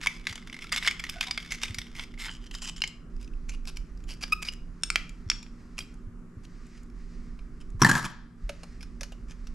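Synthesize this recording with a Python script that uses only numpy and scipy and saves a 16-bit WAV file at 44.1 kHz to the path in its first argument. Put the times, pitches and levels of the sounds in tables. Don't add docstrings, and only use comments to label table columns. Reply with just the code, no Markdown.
import sys
import numpy as np
from scipy import signal
from scipy.fft import irfft
from scipy.io import wavfile
from scipy.ndimage import uniform_filter1d

SR = 44100
rng = np.random.default_rng(int(sys.argv[2]) if len(sys.argv) > 2 else 0)


def volts_from_db(level):
    exponent = np.asarray(level, float) / 20
    return 10 ** exponent


def transcribe(u):
    v = np.clip(np.atleast_2d(u).T, -1, 1)
    q = np.round(v * 32767).astype(np.int16)
    wavfile.write(sys.argv[1], SR, q)


N = 420713
T = np.arange(N) / SR
HZ = np.fft.rfftfreq(4096, 1 / SR)


def evened(x):
    return x / np.sqrt(np.mean(x ** 2) + 1e-20)


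def read(points, hz):
    f, value = np.transpose(points)
    return np.interp(np.log(hz + 1), np.log(f + 1), value)


def course(points, outside_db):
    s, db = np.transpose(points)
    return volts_from_db(np.interp(T, s, db, outside_db, outside_db))


def add(mix, s, sound):
    part = mix[..., round(s * SR):][..., :sound.shape[-1]]
    part += sound[..., :part.shape[-1]]


def causal(gain):
    log = np.log(np.maximum(np.r_[gain, gain[-2:0:-1]], 1e-5))
    return np.fft.ifft(np.exp(np.conj(signal.hilbert(log)))).real


def modes(peaks):
    return sum(volts_from_db(db) / np.sqrt(1 + (2 * (HZ - hz) / width) ** 2) for hz, width, db in peaks)


def body(spectrum, peaks, between_db):
    broad = volts_from_db(read(spectrum, HZ) + between_db)
    ceiling = np.minimum(volts_from_db(read(spectrum, HZ) + 7.0), 1)
    return broad + modes(peaks) * ceiling


def treble(db):
    return volts_from_db(db / (1 + (5000 / (HZ + 1)) ** 6))


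def resonate(x, hz, width):
    turn, r = np.exp(2j * np.pi * hz * T[:len(x)]), np.exp(-np.pi * width / SR)
    return 2 * (turn * signal.lfilter([1 - r], [1, -r], x / turn)).real


def ports(x, other):
    difference = 0.11 * other + 0.17 * np.diff(other, n=2, prepend=[0, 0])
    return x + np.outer([1, -1], difference)


def burst(length_s):
    t = np.arange(2048) / SR
    splinters = rng.standard_normal(2048) * volts_from_db(4.5 * rng.standard_normal(2048))
    decay = np.exp(-t / np.clip(length_s, 1e-4, .02))
    return splinters * decay * np.minimum(t / .0006 + 0.053, 1)


def ringing(shell, hz, treble_db, ring_db, width):
    gain = np.interp(HZ * rng.uniform(.965, 1.035), HZ, shell) * treble(treble_db)
    gain = gain * volts_from_db(2.6 * evened(uniform_filter1d(rng.standard_normal(len(HZ)), 50)))
    spot = volts_from_db(ring_db) * gain.max() * modes([(hz, width, 0)]) ** 2
    return causal(gain + spot)[:2048]


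def cracks(rows, shell, length_s, ring_db, width):
    lead_in_s, lead_in_db = 0.0052, -26
    out, lead = np.zeros((2, N)), round(lead_in_s * SR)
    for s, db, hz, treble_db in rows:
        ring = ringing(shell, hz, treble_db, ring_db, width)
        lead_in = volts_from_db(lead_in_db) * np.linspace(0, 1, lead) * rng.standard_normal((2, 512))[:, :lead]
        front = ports(*(np.r_[c, burst(length_s)] for c in lead_in))
        crack = signal.fftconvolve(front, ring[None], axes=1)
        add(out, s - lead / SR, volts_from_db(db) * crack / abs(crack.mean(0)).max())
    return out


def grit(count, per_s, spread_db):
    clumps = volts_from_db(4.5 * evened(uniform_filter1d(rng.standard_normal(count), 130)))
    size = volts_from_db(spread_db * np.minimum(rng.exponential(1, count), 4))
    size = size * rng.choice([-1, 1], count)
    return evened(clumps * size * (rng.random(count) < per_s / SR))


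def scrapes(rows, shell, per_s, spread_db):
    out = np.zeros((2, N))
    for s, length_s, db, hz, treble_db in rows:
        count = max(round(1.2 * length_s * SR), 64)
        ring = ringing(shell, hz, treble_db + 10.5, -1.9, 230)
        rub = ports(*(grit(12000, per_s, spread_db)[:count] for port in "ab"))
        rub = rub * signal.windows.tukey(rub.shape[1], .6)
        stroke = signal.fftconvolve(rub, ring[None] / np.linalg.norm(ring), axes=1)
        add(out, s, volts_from_db(db) * stroke)
    return out


# f/Hz, level/dB
HUM = [(35, -42.5), (60, -14.5), (97, -8), (247, -10), (283, -12.5), (381, -18), (561, -30), (886, -34),
       (1190, -25), (1570, -30), (3640, -50), (7060, -47.5), (11900, -57), (15000, -94.5)]
# f/Hz, level/dB
HUM_LINES = [(172.3, -57.5), (236.9, -56.5), (376.8, -69.5)]
# f/Hz, likeness
HUM_LIKENESS = [(60, 0.93), (240, 0.94), (950, 0.74), (3770, 0.25), (15000, 0.92)]
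# f/Hz, level/dB
HUM_LEAN = [(60, 2), (240, -0.5), (950, 1), (3770, 1), (15000, 5.5)]


def hum():
    frames, hz = N // 512 + 5, np.fft.rfftfreq(2048, 1 / SR)
    a, b, c, d, patches = rng.standard_normal((frames, 1025, 5)).T
    patches = evened(uniform_filter1d(uniform_filter1d(patches, 20, 0), 8, 1))
    same, left = np.clip(read(HUM_LIKENESS, hz), -1, 1)[:, None], a + 1j * b
    z = np.array([left, same * left + np.sqrt(1 - same ** 2) * (c + 1j * d)])
    lean_db = np.outer([.5, -.5], read(HUM_LEAN, hz))[..., None]
    z *= volts_from_db(read(HUM, hz)[:, None] + 1.2 * patches + lean_db)
    out = volts_from_db(-52.5) * evened(signal.istft(z, nperseg=2048, noverlap=1536)[1][:, :N])
    for f, db in HUM_LINES:
        waver = 0.37 * evened(resonate(rng.standard_normal(N), f, 4.0))
        out = out + volts_from_db(db) * evened(np.sin(2 * np.pi * f * T) + waver)
    return out


# t/s, level/dB
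RUMBLE = [(0.0, -47.5), (2.66, -42), (2.95, -50.5), (3.11, -36), (6.24, -45.5), (7.86, -36.5),
          (8.29, -46.5), (8.45, -40.5), (9.54, -39)]
# t/s, peak level/dB
THUMPS = [(0.301, -36.5), (1.7, -31), (1.778, -38), (5.264, -32), (6.069, -37), (6.368, -36.5),
          (7.745, -30.5)]
# t/s, peak level/dB, f/Hz
NUDGE = (8.436, -27.5, 36.4)


def rumble():
    noise = rng.standard_normal((2, N))
    shake = [evened(resonate(resonate(resonate(n, 34.6, 27), 16, 24), 25, 30)) for n in noise]
    knocks, t = np.zeros(N), np.arange(4000) / SR
    thump_hz = 92
    for s, db, hz in [(*row, thump_hz) for row in THUMPS] + [NUDGE]:
        swell = (t * hz / 0.45) * np.exp(1 - t * hz / 0.55)
        add(knocks, s, volts_from_db(db) * np.sin(2 * np.pi * hz * t) * swell)
    both = shake[0] * volts_from_db([[-2.2], [1.8]]) + .08 * shake[1] * np.array([[1], [-1]])
    return course(RUMBLE, None) * both + knocks


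# t/s, level/dB
SLEEVE = [(3.1, -74.5), (5.9, -70), (6.2, -90.5), (6.5, -66), (6.77, -63), (6.9, -74), (7.15, -63),
          (7.4, -71), (7.7, -75), (8.2, -85), (8.55, -64), (8.75, -66), (8.9, -72), (9.54, -69)]
# f/Hz, level/dB
CLOTH = [(700, -29.5), (1900, 1), (3300, -12), (5000, -5.5), (8000, -14), (13000, -40)]


def sleeve():
    folds = volts_from_db(1.6 * evened(uniform_filter1d(rng.standard_normal(N), 3000)))
    rustle = signal.oaconvolve(rng.standard_normal(N), causal(volts_from_db(read(CLOTH, HZ))))[:N]
    s, db = np.transpose(SLEEVE)
    return evened(rustle * folds) * volts_from_db(np.interp(T, s, db, -99))


def echoes(x, decay):
    taps = np.zeros((2, SR // 2))
    at = np.arange(200, SR // 2 - 20, 20) + rng.integers(0, 20, (2, (SR // 2 - 201) // 20))
    np.put_along_axis(taps, at, rng.choice([-1., 1.], at.shape), 1)
    taps[1] = 0.63 * taps[0] + .6 * taps[1]
    hz, t, z = signal.stft(taps, SR, nperseg=256)
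    tail = signal.istft(z * volts_from_db(-60 * t / read(decay, hz)[:, None]), SR, nperseg=256)[1]
    return signal.fftconvolve(x[None], tail / np.linalg.norm(tail[0]), axes=1)[:, :N]


# f/Hz, t60/s
KITCHEN = [(300, 0.59), (2000, 0.39), (6000, 0.35), (14000, 0.22)]
# f/Hz, t60/s
BASIN = [(300, .5), (1500, 0.5), (5000, 0.54), (12000, 0.052)]


def room(near, blade, dropped):
    kitchen = volts_from_db(-13.0) * echoes(near.mean(0) + 0.67 * blade, KITCHEN)
    return kitchen + volts_from_db(-12.5) * echoes(dropped.mean(0), BASIN)


# f/Hz, level/dB
NEAR_LEAN = [(500, -0.5), (2000, 0), (6000, 1), (13000, 6)]


def placed(sound):
    lag = .4 * np.minimum(HZ / 3000, 1)
    lean = []
    for side in (.5, -.5):
        gain = volts_from_db(side * read(NEAR_LEAN, HZ)) * np.exp(-1j * side * lag)
        lean.append(np.fft.fftshift(irfft(gain)))
    return signal.oaconvolve(sound, np.array(lean), "same", axes=1)


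# t/s, peak level/dB, f/Hz
BOUNCES = [(7.8175, -7, 5650), (7.82, -6, 980), (7.833, -9, 1300), (7.847, 2, 1740), (7.857, -11.5, 1720),
           (7.864, -8, 1000), (7.889, -9.5, 1660), (7.893, -5.5, 1660), (7.896, -4.5, 1650),
           (7.913, -3.5, 1660), (7.936, -19, 1660), (7.952, -9, 1660), (7.965, -14, 1250),
           (7.9776, -17, 1300), (8.043, -19, 1350), (8.052, -19.5, 890), (8.058, -25, 3210)]
# t/s, level/dB
RATTLE = [
    (7.795, -50),
    (7.829, -32.5),
    (7.984, -29.5),
    (8.12, -55),
]
# broad colour f/Hz, level/dB; resonances f/Hz, width/Hz, level/dB
STEEL = [
    [(240, -58.5), (400, -16.5), (852, -8), (935, -1.5), (1490, -8), (1650, -6), (2880, -17.5), (7400, -17), (11900, -24.5), (16000, -50.5)],
    [(1127, 19, -6.5), (1300, 20, -8.5), (1660, 53, -8), (2090, 39, -19), (3270, 90, -9), (4050, 110, -12.5), (5030, 110, -15.5), (5760, 120, -18.5), (6960, 150, -16), (7660, 53.7, -22)],
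]
# f/Hz, width/Hz, level/dB
BOOM = [(124, 40, 3), (186, 100, -7), (203, 63, -2.5), (250, 35, -13), (343, 46, -8.5)]


def drop():
    steel = body(*STEEL, -2.5)
    boom = causal(modes(BOOM) ** 2 / (1 + (90 / (HZ + 1)) ** 4))
    rocking = ports(grit(N, 6000, 1.5), grit(N, 6000, 1.5)) * course(RATTLE, -99)
    out = signal.oaconvolve(rocking, evened(causal(steel))[None] / 64, axes=1)[:, :N]
    clatter_s, sag_db_per_s = 0.004, 70
    for s, db, hz in BOUNCES:
        ring = ringing(steel, hz, 0.35, 6.3, 60 + hz / 14)
        clatter = signal.fftconvolve(ports(burst(clatter_s), burst(clatter_s)), ring[None], axes=1)
        add(out, s, volts_from_db(db) * clatter / abs(clatter.mean(0)).max())
        boom_db = -6 + 0.35 * db - sag_db_per_s * (s - BOUNCES[0][0])
        add(out, s, volts_from_db(boom_db) * boom / abs(boom).max())
    return out


# t/s, level/dB, f/Hz, t60/s
PINGS = [(7.797, -42.5, 985, 0.13), (2.84, -46, 4480, 0.17), (5.792, -54, 10620, 0.15),
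         (5.79, -62, 13200, 0.15), (5.806, -39, 3220, 0.07), (5.806, -44, 4745, 0.11),
         (8.497, -29, 572, 0.062), (9.016, -37.5, 566, 0.045)]
# t/s, level/dB, f/Hz, t60/s
CHIRP = [
    (4.486, -19, 2870, .026),
    (4.486, -25, 5020, .03),
]


def pings():
    out, t = np.zeros(N), np.arange(12000) / SR
    for s, db, hz, t60 in PINGS + CHIRP:
        onset = np.minimum(t / 0.00064, 1)
        add(out, s, volts_from_db(db - 60 * t / t60) * np.sin(2 * np.pi * hz * t) * onset)
    return out


# t/s, level/dB
SQUEAK = [
    (4.3195, -50),
    (4.3245, -19.5),
    (4.3352, -18.5),
    (4.339, -45),
    (4.345, -70),
]
SLIP_DB = [-5.5, 1.5, -19.5, -10.5, -29.5, -31, -28, -30, -26, -33]


def squeak():
    slips_per_s, rise_per_s2 = 1242, 3000
    jitter = uniform_filter1d(uniform_filter1d(rng.standard_normal(N), 90), 90)
    wobble = rise_per_s2 * (T - SQUEAK[1][0]) ** 2 / 2 + .012 * evened(jitter)
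    stack = np.zeros(N)
    for k, db in enumerate(SLIP_DB):
        stack -= volts_from_db(db) * np.cos(2 * np.pi * (k + 1) * (slips_per_s * T + wobble))
    gritty = evened(stack) * (1 + .04 * rng.standard_normal(N))
    return gritty * course(SQUEAK, -120)


# broad colour f/Hz, level/dB; resonances f/Hz, width/Hz, level/dB
GAPING = [
    [(240, -40.5), (400, -18), (1580, -7.5), (1990, -14), (2470, -3), (3530, -10), (5520, -9), (11400, -19), (16000, -51.5)],
    [(916, 250, -9), (1360, 270, -19), (2450, 560, 1.5), (4860, 160, -9), (5300, 740, -3), (7300, 460, -7.5), (9900, 300, -11.5)],
]
# t/s, peak level/dB, f/Hz
OPENING = [(3.6535, -35.5, 2370), (3.77, -26.5, 5530), (4.322, -24, 8430), (4.216, -34, 4830),
           (4.2267, -26.5, 2460), (5.093, -37, 7000), (5.4277, -35, 4300), (5.7802, -25, 2600),
           (5.7883, -21, 2300), (6.451, -42.5, 3100),
           (3.1643, -49.5, 5100), (3.212, -45, 2750), (3.2272, -41.5, 2390), (3.245, -44, 5000),
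        (3.2761, -45, 2640), (3.336, -48.5, 2750), (3.4926, -35.5, 2720), (3.5373, -36, 1150),
        (3.6789, -32.5, 4840), (3.974, -50, 4910), (4.0034, -53.5, 2500), (4.0384, -45, 7000),
        (4.0919, -37, 3010), (4.1177, -34, 4650), (4.1716, -49.5, 1580), (4.2793, -39, 1690),
        (4.2988, -46, 2330), (4.4484, -34, 2310), (6.776, -49, 2600), (6.899, -52, 1500)]
# t/s, peak level/dB, f/Hz
KNOCKS = [(4.2369, -18, 4750), (5.3146, -20.5, 2930), (5.464, -41, 2300), (5.8054, -32, 3170),
          (7.391, -45, 2456)]
TICKS = [5.9409, 6.667, 6.8319, 7.702]
# t/s, peak level/dB, f/Hz
TURNING = [(8.492, -23.5, 570), (8.495, -28, 550), (8.633, -33, 578), (8.828, -35, 5300),
           (9.009, -24.5, 5600), (9.032, -24, 5350), (9.121, -37.5, 516), (9.47, -40, 5840)]
# t/s, length/s, pressure level/dB, f/Hz
STROKES = [(3.189, 0.065, -58.5, 5000), (3.481, 0.026, -46.5, 7300), (3.513, 0.04, -48.5, 2830),
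           (3.663, 0.036, -43, 4860), (3.754, 0.025, -52, 5660), (4.069, 0.073, -45, 4580),
           (4.205, 0.039, -42, 4700), (4.418, 0.015, -36, 2260), (4.438, 0.059, -41.5, 5000),
           (4.519, 0.019, -48, 2800), (5.764, 0.065, -53, 2280), (6.429, 0.028, -57.5, 7050),
           (7.598, 0.028, -58, 3014), (8.038, 0.023, -32, 1280), (8.801, 0.032, -52, 5383),
           (9.278, 0.049, -55, 1790)]


def open_shell():
    gaping, palm = body(*GAPING, 0.71), volts_from_db(read(GAPING[0], HZ))
    sharp_db, blunt_db, stroke_db = 4, -14, -8
    blows = [(*row, sharp_db) for row in OPENING] + [(*row, blunt_db) for row in KNOCKS]
    blows += [(s, -51, 7000, 17.5) for s in TICKS]
    out = cracks(blows, gaping, 0.0027, -1.0, 450)
    out += cracks([(*row, -4.5) for row in TURNING], palm, 0.0053, -0.95, 430)
    return out + scrapes([(*row, stroke_db) for row in STROKES], gaping, 12000, 1.5)


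# t/s, peak level/dB; rings of the spot f/Hz, width/Hz, level/dB
SNAPS = [
    ((2.819, -12.5), [(2140, 160, -4), (2790, 90, 6), (3620, 82, -14), (4130, 77, -6), (5170, 130, 3), (7560, 260, -21)]),
    ((4.8347, -9), [(2570, 92, -2), (3500, 110, -9.5), (5400, 100, 1), (6720, 180, -13), (7750, 140, -17), (8650, 100, -10.5), (8960, 98, -11.5)]),
    ((4.902, -7.5), [(1350, 120, -7.5), (2380, 190, -1), (4360, 110, -5), (5380, 230, -3), (7200, 86, -9), (7740, 110, -5), (8690, 110, -8.5)]),
    ((4.958, -3.5), [(1600, 270, -8), (2346, 190, 2), (3170, 130, -6), (4000, 270, -13.5), (4810, 110, -12), (5450, 98, -20.5), (6260, 140, -22.5)]),
    ((5.3001, -5), [(1320, 99, -12.5), (2220, 120, -5.5), (3550, 120, -3), (4450, 140, -8.5), (5080, 74, -7), (5530, 160, 3), (6960, 110, -13), (7860, 94, -8.5)]),
]


def snaps():
    out = np.zeros((2, N))
    for (s, db), rings in SNAPS:
        blow = .5 * ports(burst(.0026), burst(.0026))
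        blow[:, 12] += 5.0
        spot = sum(modes([(hz, 3.0 * width, d / 2)]) ** 2 for hz, width, d in rings)
        ring = causal(spot + volts_from_db(read(GAPING[0], HZ) - 12.0))
        snap = signal.fftconvolve(blow, ring[None], axes=1)
        add(out, s, volts_from_db(db) * snap / abs(snap.mean(0)).max())
    return out


# t/s, length/s, level/dB, rings f/Hz
CREAKS = [
    (1.13, .1, -48, [700, 1500]),
    (1.25, .09, -48, [750, 1000]),
    (2.2, .13, -52, [900, 1300]),
]


def creak():
    out = np.zeros(N)
    for s, length_s, db, rings in CREAKS:
        slips = grit(round(length_s * SR), 900, 2.5)
        groan = sum(resonate(resonate(slips, hz, 90), hz, 90) for hz in rings)
        add(out, s, volts_from_db(db) * evened(groan) * np.hanning(len(groan)))
    return out


# t/s, pressure level/dB
GRINDING = [
    (0.0, -61),
    (1.66, -52),
    (2.05, -64),
    (3.05, -81),
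]


def grinding(shell):
    ring = causal(shell * treble(7.1))
    grains = grit(N, 1800, 3.2) * course(GRINDING, -99)
    return signal.oaconvolve(grains, ring / np.linalg.norm(ring))[:N]


# broad colour f/Hz, level/dB; resonances f/Hz, width/Hz, level/dB
SHUT = [
    [(240, -53), (400, -22.5), (1580, -2), (2150, -3.5), (3070, -2), (3530, -10), (7510, -19.5), (12100, -31), (16000, -60.5)],
    [(1708, 85, -34.5), (2200, 56, 5.5), (3526, 92, 5.5), (3900, 170, -19), (5100, 420, 0.5), (6070, 120, -24), (8430, 92, -52)],
]
# t/s, peak level/dB, f/Hz, treble level/dB
PRYING = [(0.0604, -15, 1000, -13), (0.0701, -10, 2180, -9.5), (0.2689, -12.5, 1960, -10.5),
          (0.356, -27.5, 3550, -6.5), (0.723, -15, 2090, -5), (0.7404, -26, 2070, -45),
          (0.7614, -14.5, 3420, -5), (0.7844, -27, 3660, -8), (0.8259, -21.5, 2060, -29),
          (0.8746, -9.5, 2110, -12), (0.8822, -14, 2100, -15), (0.91, -19, 2220, -7.5),
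          (1.0958, -18, 2650, -1.5), (1.2091, -13, 2480, -14), (1.3096, -15, 4900, -9.5),
          (1.3759, -16.5, 2180, -19), (1.5196, -18, 2110, -3), (1.6329, -15.5, 2930, -11.5),
          (1.7446, -25.5, 2170, -1), (1.7847, -18, 2120, -4), (1.9944, -23.5, 2080, -26),
          (2.5493, -27, 5030, -12), (2.8378, -16, 2150, -14), (2.2828, -27, 1680, -37),
          (2.2927, -26, 1670, -43), (2.8751, -25.5, 2720, 1)]
# t/s, peak level/dB
CHIPS = [(0.0134, -28.5), (0.2942, -27.5), (0.326, -29.5), (0.424, -39), (0.4726, -32), (0.4978, -31.5),
         (0.527, -29.5), (0.5424, -30), (0.5651, -33.5), (0.5896, -28.5), (0.7189, -22.5), (0.7734, -40.5),
         (0.8314, -28), (1.039, -22), (1.0659, -32), (1.1834, -38), (1.2373, -27.5), (1.448, -35),
         (1.707, -29.5), (1.8158, -28), (2.139, -39.5), (2.2057, -42), (2.619, -27.5), (2.5115, -32),
         (2.8042, -35.5)]
# t/s, peak level/dB, f/Hz
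FLAKES = [(0.0266, -30, 2030), (0.036, -27, 1980), (0.2526, -39, 2100), (0.3773, -32, 2230),
          (0.6205, -31, 2700), (0.642, -33, 1300), (0.6684, -36, 2210), (0.6928, -35, 3300),
          (0.7295, -17.5, 2700), (0.848, -24, 1700), (0.855, -27, 1900), (0.866, -22, 4600),
          (0.8791, -11.5, 2200), (0.9953, -26.5, 2280), (1.05, -31, 2200), (1.091, -29, 3000),
          (1.14, -35, 2220), (1.2702, -26.5, 3800), (1.283, -28, 2100), (1.4004, -33, 3040),
          (1.4264, -35, 3160), (1.461, -38, 2200), (1.5075, -26, 5170), (1.6164, -29.5, 2140),
          (1.6816, -28, 2500), (1.8674, -37.5, 2160), (1.951, -37, 2160), (2.0365, -31, 2170),
          (2.1762, -38, 2110), (2.246, -29, 1900), (2.257, -27, 2000), (2.4648, -40, 5750),
          (2.541, -35, 2000), (2.6556, -33, 3080), (2.7628, -34, 5400)]
# t/s, length/s, pressure level/dB
SCRAPES = [(0.018, 0.036, -38), (0.075, 0.11, -54), (0.271, 0.046, -42), (0.524, 0.01, -48.5),
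           (0.602, 0.044, -43.5), (0.722, 0.032, -33), (0.764, 0.021, -29), (0.81, 0.068, -34.5),
           (0.991, 0.015, -38), (1.038, 0.009, -49), (1.118, 0.029, -52.5), (1.217, 0.028, -35),
           (1.262, 0.022, -37.5), (1.385, 0.048, -51.5), (1.498, 0.057, -38.5), (1.609, 0.049, -35.5),
           (1.667, 0.033, -44), (1.938, 0.1, -42.5), (2.174, 0.1, -38), (2.268, 0.1, -50),
           (2.398, 0.085, -57), (2.513, 0.08, -49), (2.609, 0.045, -39), (2.659, 0.04, -36),
           (2.758, 0.034, -47.5)]


def hinge():
    gives_s, stretch, hinge_hz, chip_treble_db, grit_treble_db = 2.265, 1.43, 2084, -12, 0
    shut = body(*SHUT, -0.91)
    loose = body(SHUT[0], [(hz * stretch, width * 2, db) for hz, width, db in SHUT[1]], -0.7)
    out = np.zeros((2, N)) + creak() + grinding(shut)
    stages = [(shut, hinge_hz, False, 4000, 1.8), (loose, hinge_hz * stretch, True, 9000, 1.2)]
    for shell, hz, late, grains_per_s, spread_db in stages:
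        blows = PRYING + [(*row, hz, chip_treble_db) for row in CHIPS]
        blows = blows + [(*row, chip_treble_db) for row in FLAKES]
        blows = [row for row in blows if (row[0] > gives_s) == late]
        strokes = [(*row, hz, grit_treble_db) for row in SCRAPES if (row[0] > gives_s) == late]
        out += cracks(blows, shell * treble(18.7), 0.0033, 1.0, 250)
        out += scrapes(strokes, shell, grains_per_s, spread_db)
    return out


def scene():
    near = (hinge() + snaps() + open_shell() + sleeve()) * volts_from_db([[-.6], [.6]])
    blade, dropped = squeak() + pings(), drop()
    direct = near + blade + dropped * volts_from_db([[.4], [-.4]])
    return placed(direct + room(near, blade, dropped)) + hum() + rumble()


def roll_off(x):
    return signal.sosfilt(signal.butter(12, 16560, fs=SR, output="sos"), x)


# lead t/s, level/dB
EARLY_COPIES = [
    (0.0117, -37),
    (0.023, -46),
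]


def record(dry):
    power_db = 10 * np.log10(abs(uniform_filter1d((dry ** 2).mean(0), 900)) + 1e-12)
    fall = T * 9.0
    over_db = np.maximum(np.maximum.accumulate(power_db + fall) - fall + 14.5, 0)
    ducked = dry / volts_from_db(0.93 * uniform_filter1d(over_db, 600))
    ducked = ducked + sum(volts_from_db(db) * np.roll(ducked, -round(s * SR), 1) for s, db in EARLY_COPIES)
    low_pass = signal.firwin(255, 15800, fs=SR)
    limited = signal.oaconvolve(ducked, low_pass[None], "same", axes=1)
    return roll_off(limited)


dry = scene()
out = record(dry)
transcribe(out)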